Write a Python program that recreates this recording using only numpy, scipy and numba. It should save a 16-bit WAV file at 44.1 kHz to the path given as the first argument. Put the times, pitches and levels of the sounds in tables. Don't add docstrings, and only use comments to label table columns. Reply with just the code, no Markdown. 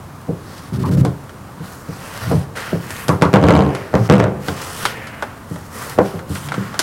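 import sys
import numpy as np
from scipy import signal
from scipy.fft import rfft, irfft
from scipy.io import wavfile
from scipy.ndimage import uniform_filter1d
from numba import njit

SR = 44100
rng = np.random.default_rng(int(sys.argv[2]) if len(sys.argv) > 2 else 0)


def to_wav(s):
    ch = np.atleast_2d(s).T
    pcm = np.round(np.clip(ch, -1, 1) * 32767)
    wavfile.write(sys.argv[1], SR, pcm.astype(np.int16))


N = 300762
TIME = np.arange(N) / SR
RING_TIME = TIME[:SR * 3 // 5]
TOP_HZ = 15900

# (frequency [Hz], level [dB])
HISS_TONE = [(1500, -33), (3000, 0.5), (4300, 0.5), (5000, 0), (5900, -1.5), (7000, -4), (8300, -2.5),
             (10000, -3), (12500, -5.5), (16000, -9)]


def judders(spots, slip_hz=74, bare_hz=1000, jitter=0.0995, uneven_db=3, rebound_db=-7, crack_db=1.0):
    # (start [s], hardest push [s], end [s], peak level [dB],
    # swell and fade [dB/s], peak hardness [Hz], low cut [Hz])
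    hard_strokes = [(0.722, 0.91, 1.07, -14, 14, 155.1, 115), (2.212, 2.348, 2.35, -15.5, 89, 172, 69.5),
                    (3.099, 3.133, 3.12, -11, 150, 446, 60), (3.372, 3.56, 3.72, -0.5, 69, 1093, 81),
                    (3.965, 4.006, 4.05, -12.5, 150, 172.2, 42), (4.112, 4.148, 4.72, -3, 102, 1152, 65),
                    (6.32, 6.33, 6.726, -29.5, 14, 130, 125)]
    out = np.zeros(N)
    for start, peak, end, peak_db, db_per_s, peak_hz, low_hz in hard_strokes:
        timing, luck, lag = rng.standard_normal((96, 3)).T
        rate = slip_hz * (bare_hz / peak_hz) ** .3
        times = np.append(0, np.cumsum(np.abs(1 + jitter * timing))) / rate
        length = max(end - start, 1 / rate)
        here, there = (spots[k] for k in rng.permutation(len(spots))[:2])
        cracks = [undb(crack_db) * snap(peak_hz) for _ in range(4)]
        stroke, sizes = np.zeros(int(length * SR) + len(RING_TIME)), []
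        for k, s in enumerate(times[times < length]):
            travel = s / length
            eased_db = db_per_s * abs(start + s - peak)
            firmness = .5 ** (eased_db / 13)
            sizes.append(undb(peak_db - eased_db))
            spot = (1 - travel) * here + travel * there
            tap = boom(spot, firmness * peak_hz, low_hz) + firmness * cracks[k % len(cracks)]
            slip = sizes[-1] * undb(uneven_db * luck[k]) * tap
            add(stroke, s, slip)
            rebound = undb(rebound_db) * min(firmness * peak_hz / bare_hz, 1)
            add(stroke, s + abs(.5 + 0.151 * lag[k]) / rate, rebound * slip)
        piled_power = np.mean(stroke[:int(length * SR)] ** 2)
        add(out, start, stroke * np.sqrt(np.mean(np.square(sizes)) / piled_power))
    return out


def knocks_and_slips(spots, snap_db=-3):
    # (time [s], level [dB], hardness [Hz], low cut [Hz])
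    jolts = [(.290, -16.5, 284, 200), (.973, -14.5, 181, 59.5), (1.05, -18, 830, 165),
             (1.602, -27, 230, 101.4), (1.888, -24.5, 287, 104), (2.314, -13, 850, 110),
             (2.335, -10, 180, 50), (2.730, -14, 346, 222), (3.092, -10, 1440, 69.6),
             (3.222, -6, 2220, 69.5), (3.339, -3.5, 2550, 100), (3.359, -8, 2070, 98),
             (3.439, -9, 1800, 61.8), (3.486, -5, 2200, 102), (3.506, -6, 2180, 148),
             (3.940, -10.5, 1130, 100), (3.953, -10.5, 1310, 70), (4.099, -5.5, 2030, 60),
             (4.201, -8.5, 2170, 100), (4.241, -11, 1480, 189), (4.484, -19, 1100, 105),
             (5.511, -22.5, 240, 108), (5.987, -6, 950, 233), (6.141, -23, 344, 128),
             (6.301, -20.5, 185, 111), (6.579, -17, 271.3, 125)]
    # (delay [s], level offset [dB], share of hardness [ratio])
    touches = [(-.008, -13.5, .8), (0, 0.5, 1), (.03, -10.5, .6)]
    out = np.zeros(N)
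    for s, db, hz, low_hz in jolts:
        for delay, offset_db, share in touches:
            spot = spots[rng.integers(len(spots))]
            tap = boom(spot, share * hz, low_hz) + undb(snap_db) * snap(share * hz)
            add(out, s + delay, undb(db + offset_db) * tap)
    return out


def panel_spots(count=8, spread_db=5.0, sheet_db=-1, direct_db=-3, garage_db=-11):
    # (frequency [Hz], level [dB], decay t60 [s])
    panel_modes = [(85.5, 1.5, 0.27), (110.2, 5, 0.26), (137.74, 0, 0.42), (172, 4, 0.25),
                   (195.7, -0.5, 0.24), (284, -8.5, 0.28), (311.4, -1, 0.23), (353, -9.5, 0.065),
                   (394, -8.5, 0.56), (475.4, 0.5, 0.2), (516.5, -3.5, 0.13), (599, -14, 0.18),
                   (613, -12, 0.27), (780, -13, 0.49), (902, -6, 0.14), (1015, 0.5, 0.1), (1061, -9, 0.28),
                   (1222, -12.5, 0.11), (1350, -12, 0.23), (1440, -8.5, 0.19), (1660, -24, 0.22)]
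    # (frequency [Hz], level [dB])
    sheet_tone = [(30, -39.5), (58, -29), (100, 7.5), (170, -2), (240, -3.5), (480, 3.5), (750, -3.5),
                  (1020, -8), (1250, -8.5), (1550, -9), (2200, -14), (4000, -24.5), (8000, -17.5),
                  (16000, -49)]
    modes = np.array([(-1) ** (k // 3) * undb(db) * np.sin(2 * np.pi * hz * RING_TIME) * fade(t60)
                      for k, (hz, db, t60) in enumerate(panel_modes)])
    spots = []
    for _ in range(count):
        wash = scatter(t60=0.21) + undb(garage_db) * scatter(t60=0.88)
        wash[0] += undb(direct_db)
        weights = undb(spread_db * rng.standard_normal(len(modes)))
        spots.append(unit(weights @ modes) + undb(sheet_db) * unit(colour(wash, sheet_tone)))
    return spots


def boom(spot, hardness_hz, low_hz):
    through_hand = soften(spot, hardness_hz)
    through_felt = soften(through_hand, 1.75 * hardness_hz, order=2)
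    return at_level(soften(through_felt, low_hz, order=2, side="high"), 0, size=880)


def snap(hardness_hz, full_hz=1500):
    crack = scatter(t60=.006) + undb(-8) * scatter(t60=.07)
    crack = colour(crack, [(500, -23), (2000, 13), (5500, -1), (9000, -9.5), (16000, -23.0)])
    return at_level(crack, -15) * min(hardness_hz / full_hz, 1) ** 2


def clicks(rattle_t60=0.076, garage_t60=0.36, garage_db=-6):
    # (time [s], level [dB], pitch [Hz])
    edge_ticks = [(1.050, -28.5, 4160), (1.294, -37, 1770), (2.906, -29.5, 9350), (2.965, -35, 5000),
                  (3.082, -23, 6200), (3.221, -22, 4860), (3.750, -23.5, 2760), (4.484, -23.5, 2650),
                  (4.853, -13, 2870), (5.071, -32, 2980), (5.224, -19, 890), (5.560, -31.5, 500),
                  (6.192, -33.5, 1490), (6.356, -29.5, 2280), (6.487, -30, 3080), (6.520, -21, 1414),
                  (6.541, -24, 1360), (6.742, -27, 1280), (6.792, -13.5, 5540)]
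    # (frequency [Hz], level [dB])
    blade_tone = [(60, -30), (300, 8), (550, 8), (800, 7), (1100, 3.5), (1450, 8.5), (1750, -1), (2150, -1),
                  (2600, -10), (3100, -6), (4000, -9), (7000, -14), (11000, -15.5), (16000, -35)]
    out = np.zeros(N)
    for s, db, hz in edge_ticks:
        edge = undb(-3) * scatter(t60=.008)
        tick = edge + scatter(rattle_t60) + undb(garage_db) * scatter(garage_t60)
        tick = colour(colour(tick, blade_tone), [(hz / 10, -17), (hz, 0), (hz * 10, -10)])
        add(out, s, at_level(tick, db))
    return out


def catches(width_hz=320, t60=0.22):
    # (time [s], level [dB], pitch [Hz])
    snags = [(0.837, -26.5, 1040), (3.090, -20.5, 1100), (3.226, -14, 1060), (3.347, -16, 980)]
    out = np.zeros(N)
    for s, db, hz in snags:
        flex = signal.butter(2, [hz - width_hz / 2, hz + width_hz / 2], "band", fs=SR, output="sos")
        add(out, s, at_level(signal.sosfilt(flex, scatter(t60)), db, size=1500))
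    return out


def glide(spot, rasp_boost_db=2, ring_db=-5, ring_hz=1100, speed_power=0.95, flutter_db=1):
    # (frequency [Hz], level [dB])
    rasp_tone = [(100, -2.5), (330, -1), (500, 7), (800, -2.5), (1200, 1.5), (1500, -0.5), (1800, -1),
                 (2150, -3), (2600, -4), (3100, -4.5), (4000, -25), (8000, -34)]
    # (start [s], fastest [s], end [s], hiss level [dB], rasp level before boost [dB],
    # hiss centre [Hz], rasp centre [Hz])
    strokes = [(0.384, 0.59, 0.74, -45, -51, 3980, 1000), (1.607, 1.675, 1.91, -43.5, -45.5, 11000, 1200),
               (1.84, 2.24, 2.47, -36, -34, 6020, 990), (2.55, 2.563, 2.78, -36, -29, 4520, 1610),
               (2.674, 2.996, 3.21, -38.5, -36, 8850, 1710), (3.187, 3.757, 3.94, -46, -34.5, 5000, 1500),
               (3.9, 4.11, 4.08, -40, -36.5, 6000, 1300), (4.394, 4.493, 4.56, -36.5, -36.5, 7500, 1397),
               (4.51, 4.628, 4.83, -34, -33, 5500, 1930), (4.71, 4.832, 4.95, -31.5, -31.5, 3000, 2800),
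               (4.846, 4.977, 5.48, -51.5, -36.5, 5000, 2400), (5.46, 5.52, 5.84, -48, -49.5, 9000, 1000),
               (5.703, 5.836, 6.01, -34, -32, 8850, 1110), (5.96, 6.08, 6.24, -43, -40, 6000, 1300),
               (6.265, 6.355, 6.453, -35.5, -38.5, 7500, 1390), (6.4, 6.496, 6.48, -35, -38, 14000, 1400),
               (6.45, 6.572, 7.24, -44, -37, 5070, 1400)]
    hiss = friction(HISS_TONE, grain_db=1.3) + undb(-9.5) * crackle()
    scrape = friction(rasp_tone, grain_db=1.15)
    upper_modes = soften(spot, ring_hz, order=2, side="high")
    rasp = scrape + undb(ring_db) * unit(signal.fftconvolve(scrape, upper_modes)[:N])
    pushes = [(np.interp(TIME, [start, fastest, end], [0, 1, 0]) ** speed_power, *tone)
              for start, fastest, end, *tone in strokes]
    pushes.append((skids(), -42.5, -44, 4530, 990))
    rub = undb(-60.5) * hiss + undb(-53) * rasp
    for push, hiss_db, rasp_db, hiss_hz, rasp_hz in pushes:
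        on = push > 0
        stroke_hiss = undb(hiss_db) * lean(hiss[on], hiss_hz, skirt_db=-5)
        stroke_rasp = undb(rasp_db + rasp_boost_db) * lean(rasp[on], rasp_hz, skirt_db=-3.5)
        rub[on] += push[on] * (stroke_hiss + stroke_rasp)
    return rub * undb(flutter_db * walk(60))


def friction(tone, grain_db, shift_db=2, bands=14):
    noise = rng.standard_normal(N)
    grain_sizes = np.repeat(rng.exponential(size=N // 24 + 1), 24)[:N]
    spectrum = rfft(colour(noise * undb(grain_db * grain_sizes), tone))
    log_hz = np.log(np.arange(len(spectrum)) * SR / N + 1)
    centres = np.linspace(np.log(500), np.log(TOP_HZ), bands)
    layers = (irfft(spectrum * np.interp(log_hz, centres, band), N) for band in np.eye(bands))
    return unit(sum(layer * undb(shift_db * walk(7)) for layer in layers))


def skids(count=5, start_s=.73, every_s=.06, length_s=0.048):
    grip = np.zeros(N)
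    for k in range(count):
        add(grip, start_s + k * every_s, signal.windows.tukey(int(length_s * SR), .2))
    return grip


def crackle(per_s=45, spread_db=6):
    ticks = (rng.random(N) < per_s / SR) * undb(spread_db * rng.standard_normal(N))
    return unit(colour(signal.fftconvolve(ticks, scatter(t60=0.014))[:N], HISS_TONE))


def garage(level_db=-35, drift_db=0.39):
    # (frequency [Hz], level [dB])
    air_tone = [(15, -45), (28, -12), (55, -13.5), (88, 0.5), (150, -2), (250, -7.5), (400, -14),
                (650, -15.5), (1150, -13.5), (1900, -26), (3000, -33), (6000, -35), (10000, -35.5),
                (16000, -40.5)]
    return unit(colour(rng.standard_normal(N), air_tone)) * undb(level_db + drift_db * walk(5.77))


def undb(db):
    return 10 ** (np.asarray(db) / 20)


def unit(x):
    return x / np.sqrt(np.mean(x ** 2) + 1e-18)


def at_level(x, db, size=660):
    return x * undb(db) / np.sqrt(np.mean(x[:size] ** 2))


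def add(out, s, x):
    i = max(int(s * SR), 0)
    out[i:i + len(x)] += x[:max(len(out) - i, 0)]


def colour(x, points, size=4096):
    hz, db = np.transpose(points)
    log_hz = np.log(np.arange(size // 2 + 1) * SR / size + 1)
    gain = undb(np.interp(log_hz, np.log(hz), db))
    cepstrum = irfft(np.log(gain))
    cepstrum[1:size // 2] *= 2
    cepstrum[size // 2 + 1:] = 0
    return signal.fftconvolve(x, irfft(np.exp(rfft(cepstrum))))[:len(x)]


def lean(x, hz, skirt_db):
    return unit(colour(x, [(hz / 4, skirt_db), (hz, 0), (hz * 4, skirt_db)], size=512))


def soften(x, hz, order=1, side="low"):
    return signal.sosfilt(signal.butter(order, min(hz, SR / 3), side, fs=SR, output="sos"), x)


def walk(rate_hz):
    hold = int(SR / rate_hz)
    steps = np.repeat(rng.standard_normal(N // hold + 1), hold)
    return unit(uniform_filter1d(uniform_filter1d(steps, hold), hold)[:N])


def fade(t60):
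    return np.exp(-np.log(1000) * RING_TIME / t60)


def scatter(t60):
    cloud = rng.standard_normal(len(RING_TIME)) * fade(t60)
    return cloud / np.linalg.norm(cloud)


@njit
def follow(x, attack, release):
    out, level = np.empty(len(x)), 0.
    for i in range(len(x)):
        level += (abs(x[i]) - level) * (attack if abs(x[i]) > level else release)
        out[i] = level
    return out


def scene():
    spots = panel_spots()
    drumming = knocks_and_slips(spots) + judders(spots)
    return (drumming + clicks() + glide(spots[0]) + garage() + catches())[None]


def record(dry, knee_db=-5, attack_s=0.0094, release_s=0.25):
    envelope = follow(dry[0], 1 / (attack_s * SR), 1 / (release_s * SR))
    ducked = dry / np.maximum(envelope / undb(knee_db), 1)
    top_cut = signal.ellip(10, .1, 80, TOP_HZ, fs=SR, output="sos")
    return signal.sosfilt(top_cut, np.clip(ducked, -1, 1))


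dry = scene()
out = record(dry)
to_wav(out)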